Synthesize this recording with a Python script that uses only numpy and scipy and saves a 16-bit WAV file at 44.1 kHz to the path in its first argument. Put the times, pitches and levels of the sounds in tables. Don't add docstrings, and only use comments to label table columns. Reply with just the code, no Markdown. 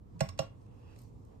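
import sys
import numpy as np
from scipy import signal
from scipy.fft import rfft, irfft, next_fast_len
from scipy.io import wavfile
from scipy.ndimage import uniform_filter1d, map_coordinates

SR = 44100
rng = np.random.default_rng(int(sys.argv[2]) if len(sys.argv) > 2 else 0)


def makeup_ratio(level_db):
    decades = np.asarray(level_db, float) / 20
    return 10 ** decades


def to_wav(sig):
    pcm = np.clip(np.atleast_2d(sig), -1, 1) * 32767
    pcm = np.round(pcm).astype(np.int16)
    wavfile.write(sys.argv[1], SR, pcm.T)


N = 61739


def unit(x):
    return x / np.sqrt(np.mean(x ** 2) + 1e-20)


def along(points, hz):
    point_hz, value = np.transpose(points)
    return np.interp(np.log(hz + 1), np.log(point_hz + 1), value)


def curve(rows):
    return np.interp(np.arange(N) / SR, *np.transpose(rows))


def wobble(knots_per_s):
    knots = rng.standard_normal(int(N * knots_per_s / SR) + 4)
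    return map_coordinates(knots, [np.arange(N) * knots_per_s / SR])


def filtered(x, response):
    n = x.shape[-1]
    size = next_fast_len(n + 8192)
    spectrum = rfft(x, size) * response(np.fft.rfftfreq(size, 1 / SR))
    return irfft(spectrum, size)[..., :n]


def add(track, start_s, sound):
    part = track[round(start_s * SR):][:len(sound)]
    part += sound[:len(part)]


def ring(modes, rise_s, scatter_db, rough_rad):
    t = np.arange(SR // 2) / SR
    out = np.zeros(len(t))
    for k, (freq_hz, level_db, t60_s) in enumerate(modes):
        envelope = makeup_ratio(level_db + scatter_db * rng.standard_normal() - 60 * t / t60_s)
        jitter = rough_rad * wobble(128)[:len(t)] * np.minimum(t / 0.012, 1)
        out += (-1) ** k * envelope * np.sin(2 * np.pi * freq_hz * t + jitter)
    return out * (1 - np.exp(-(t / rise_s) ** 2))


def burst(colour, rise_s, t60_s):
    t = np.arange(SR // 10) / SR
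    noise = unit(filtered(rng.standard_normal(len(t)), colour))
    return noise * (1 - np.exp(-(t / rise_s) ** 2)) * makeup_ratio(-60 * t / t60_s)


def rush(spectrum, alike, patchy_db):
    z = signal.stft(rng.standard_normal((2, N)), nperseg=512)[2]
    patches = uniform_filter1d(rng.standard_normal(z.shape[1:]), size=6, axis=0)
    patches = uniform_filter1d(patches, size=10, axis=1)
    pair = signal.istft(z * makeup_ratio(patchy_db * unit(patches)), nperseg=512)[1][:, :N]

    def mid_side(hz):
        turn = np.arccos(np.clip(along(alike, hz), -1, 1)) / 2
        return makeup_ratio(along(spectrum, hz)) * [np.cos(turn), np.sin(turn)]

    mid, side = filtered(pair, mid_side)
    return unit(np.array([mid + side, mid - side]))


# freq_hz, level_db
HUM_SPECTRUM = [(20, -37.5), (33, -15), (45, -2.5), (70, -5.5), (107, 3), (129, -1), (145, -12.5),
                (194, -10.5), (330, -15.5), (430, -57)]
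# freq_hz, level_db
AIR_SPECTRUM = [(150, -42), (250, -15.5), (457, -1), (600, -10.5), (1100, -14), (1500, -27.5), (4500, -41),
                (9400, -46.5), (10000, -69)]
# time_s, level_db
AIR_STIR = [(0, -5), (.15, 0), (.5, -1), (.9, 1), (1.1, -2), (1.27, -1.5), (1.33, 4.5), (1.4, -3)]
# freq_hz, level_db
HISS_SPECTRUM = [(10600, -37), (11200, -4), (13600, 8), (14200, -35)]
# freq_hz, correlation
LIKENESS = [(60, 0.85), (180, 0.74), (550, -0.39), (1650, -0.17), (4970, 0.27), (15000, -1.6)]


def background():
    hum_db, air_db, hiss_db = -52.5, -63.5, -98
    hum = makeup_ratio(hum_db + 0.41 * wobble(6.5)) * rush(HUM_SPECTRUM, LIKENESS, patchy_db=0.77)
    air = makeup_ratio(air_db + curve(AIR_STIR)) * rush(AIR_SPECTRUM, LIKENESS, patchy_db=1.0)
    hiss_band = [(9000, -120)] + HISS_SPECTRUM + [(16000, -120)]
    hiss = makeup_ratio(hiss_db) * rush(hiss_band, [(3000, 0.2)], patchy_db=3.2)
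    return (hum + air + hiss) * makeup_ratio([[-1.2], [1.2]])


# freq_hz, t60_s
ROOM_DECAY = [(150, 0.3), (500, 0.18), (2000, 0.3), (5000, 0.22), (12000, 0.13)]
# freq_hz, level_db
ROOM_TINT = [(100, -13.5), (600, 0), (1500, 4.5), (3000, 0), (6000, -5), (12000, 1)]


def room(x):
    out = np.zeros((2, N))
    stretch = SR // 11
    for start in range(0, N, stretch):
        hz, t, z = signal.stft(rng.standard_normal((2, SR // 2)), SR, nperseg=256)
        decay_db = along(ROOM_TINT, hz)[:, None] - 60 * t / along(ROOM_DECAY, hz)[:, None]
        tail = signal.istft(z * makeup_ratio(decay_db), SR, nperseg=256)[1]
        tail = tail / np.linalg.norm(tail[0])
        wet = signal.fftconvolve(x[None, start:start + stretch], tail, axes=1)
        for c in range(2):
            add(out[c], start / SR + 0.004, wet[c])
    return out


# freq_hz, left_minus_right_db
PORT_TILT = [(60, -1), (130, -8.5), (290, 5), (640, -11.5), (1410, -2), (3100, -5.5), (6820, -5),
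             (15000, 3.5)]
# freq_hz, left_lead_rad
PORT_LEAD = [(0, 0), (140, -1), (300, -1.82), (600, -1.5), (1120, -2.5), (1720, 0.5), (3360, -11.5),
             (4220, -5), (6500, -3.5), (7670, -11), (12400, -18.5), (15200, -16)]


def ports(x):
    side = np.array([[0.5], [-0.5]])

    def response(hz):
        lead_rad = np.interp(hz, *np.transpose(PORT_LEAD))
        return makeup_ratio(side * along(PORT_TILT, hz)) * np.exp(1j * side * lead_rad)

    return filtered(x, response)


# time_s, level_db
SLIDE_DRAG = [(.5, -86), (.62, -92), (.72, -83.5), (.76, -81.5), (.93, -70), (.98, -88)]
# freq_hz, width_hz, level_db
SLIDE_RESONANCES = [(2620, 390, 0), (1860, 2600, 4), (4660, 620, -6)]


def finger_slide():
    def tube(hz):
        total = 0
        for peak_hz, width_hz, level_db in SLIDE_RESONANCES:
            damping = 1j * hz * width_hz
            total = total + makeup_ratio(level_db) * damping / (peak_hz ** 2 - hz ** 2 + damping)
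        return total ** 2

    silent_until_s = SLIDE_DRAG[0][0] - 0.1
    drag_db = curve([(0, -120), (silent_until_s, -120)] + SLIDE_DRAG + [(1.1, -120)])
    return unit(filtered(rng.standard_normal(N), tube)) * makeup_ratio(drag_db)


# freq_hz, level_db
SKIN_COLOUR = [(900, -36), (2000, -9), (7300, -6.5), (9400, -8), (10000, -26), (10900, -35), (11400, -11),
               (13600, -19), (14400, -25), (15600, -35)]
# time_s, level_db
RUB_PRESSURE = [(0, -98), (.18, -83), (.3, -93), (.55, -88), (.62, -81.5), (.7, -87), (.78, -84),
                (.85, -86), (.94, -83), (.99, -69), (1.025, -72), (1.07, -76), (1.12, -85), (1.25, -83),
                (1.4, -87.5)]


def finger_rub():
    return rush(SKIN_COLOUR, [(3000, 0.3)], patchy_db=2.5) * makeup_ratio(curve(RUB_PRESSURE) + 0.41 * wobble(140))


# start_s, level_db, brightness_db_per_octave
FINGER_TICKS = [(.616, -57, -8.5), (0.664, -65, -6), (0.7123, -57, -9.5), (0.9612, -56.5, -5.5),
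                (0.9889, -52, 5), (1.017, -55, 18), (1.034, -62, 9), (1.25, -64, 8), (1.316, -77, -6)]


def finger_ticks():
    out = np.zeros(N)
    for start_s, level_db, bright_db in FINGER_TICKS:
        def colour(hz):
            return makeup_ratio(along(SKIN_COLOUR, hz) + bright_db * np.log2(hz / 5000 + 0.0058))
        add(out, start_s, makeup_ratio(level_db) * burst(colour, rise_s=0.00066, t60_s=0.013))
    return out


# start_s, level_db, pitch_hz, t60_s
HAND_PUSHES = [(.148, -38.5, 170, 0.16), (.272, -36.5, 90, 0.39), (0.23, -44, 53, 0.23),
               (0.34, -52.5, 230, .12), (.325, -47, 186, 0.13), (0.15, -60, 960, 0.24)]


def hand_pushes():
    out = np.zeros(N)
    for start_s, level_db, pitch_hz, t60_s in HAND_PUSHES:
        add(out, start_s, ring([(pitch_hz, level_db, t60_s)], 0.0088, scatter_db=1.5, rough_rad=0.15))
    return out


# start_s, crack_db, body_db, ring_db, desk_db
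KNOCK_EVENTS = [
    (0.2055, -26, -23.5, -41, -26.5),
    (0.2881, -39, -57.5, -55.5, -79),
    (0.3895, -27.5, -24.5, -42.5, -31.5),
]
# first_body_mode_db, fifth_body_mode_db
KNOCK_BODY_TILT = [(-1.5, 4), (-7, 30.5), (-0.5, 4)]
# freq_hz, level_db
CRACK_COLOUR = [(600, -17), (1200, -13), (2200, -5.5), (3200, -9), (5000, -6.5), (8500, -11),
                (10500, -38.5), (12000, -20.5), (13500, -28), (14800, -40), (15600, -49)]
# freq_hz, level_db, t60_s
TUBE_MODES = [(2040, 4, 0.018), (2470, -7, 0.023), (3660, -33, 0.077), (4260, -1.5, 0.035),
              (4700, -25, 0.018), (6630, 3, 0.041), (7570, -10, 0.045), (8350, -26, 0.069),
              (14700, -40, 0.045)]
SING_MODE_HZ = [2790, 5445, 8400, 12050, 14530]
# level_db, t60_s
SING_MODE_DECAY = [(5.5, 0.043), (2.5, 0.12), (-20.5, 0.23), (-30, 0.056), (-16, .17)]
# freq_hz, level_db, t60_s
BODY_MODES = [(543, -2.5, 0.11), (647.7, -3.5, 0.076), (792.4, -5.5, 0.059), (947, -19.5, 0.043),
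              (1109, -10, 0.038), (1397, -17.5, 0.057), (295.7, -22, 0.19), (372, -28, 0.19),
              (689, -7.5, 0.063)]
# freq_hz, level_db, t60_s
DESK_MODES = [(142.5, 5.5, 0.091), (192.6, -13.5, 0.23), (94, -1, 0.033)]


def knocks():
    scrape_lead_s, scrape_db = 0.014, -34
    body_lag_s, desk_lag_s = 0.0012, 0.0082
    sing_modes = [(hz, *decay) for hz, decay in zip(SING_MODE_HZ, SING_MODE_DECAY)]

    def crack_colour(hz):
        return makeup_ratio(along(CRACK_COLOUR, hz))

    out = np.zeros(N)
    for event, (first_db, fifth_db) in zip(KNOCK_EVENTS, KNOCK_BODY_TILT):
        start_s, crack_db, body_db, ring_db, desk_db = event
        tilt_db = {0: first_db, 4: fifth_db}
        body_modes = [(hz, db + tilt_db.get(k, 0), t60_s) for k, (hz, db, t60_s) in enumerate(BODY_MODES)]

        scrape = burst(crack_colour, rise_s=0.0014, t60_s=0.46)
        crack = burst(crack_colour, rise_s=0.0013, t60_s=0.025)
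        tube = ring(TUBE_MODES, 0.0015, scatter_db=2, rough_rad=0.6)
        sing = ring(sing_modes, 0.0013, scatter_db=-1.2, rough_rad=0.55)
        body = ring(body_modes, 0.0015, scatter_db=1.2, rough_rad=0.42)
        desk = ring(DESK_MODES, 0.004, scatter_db=2.5, rough_rad=0.06)

        add(out, start_s - scrape_lead_s, makeup_ratio(crack_db + scrape_db) * scrape)
        add(out, start_s, makeup_ratio(crack_db) * crack)
        add(out, start_s, makeup_ratio(ring_db) * (tube + sing))
        add(out, start_s + body_lag_s, makeup_ratio(body_db) * body)
        add(out, start_s + desk_lag_s, makeup_ratio(desk_db) * desk)
    return out


def scene():
    room_db = -9.5
    near = finger_slide() + finger_ticks() + hand_pushes() + knocks()
    return ports(near) + makeup_ratio(room_db) * room(near) + finger_rub() + background()


def top_cut(x):
    return signal.sosfilt(signal.butter(12, 15640, fs=SR, output="sos"), x)


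def record(dry):
    top_hz = 15640
    mix = filtered(dry, lambda hz: hz < top_hz)
    return top_cut(mix)


dry = scene()
out = record(dry)
to_wav(out)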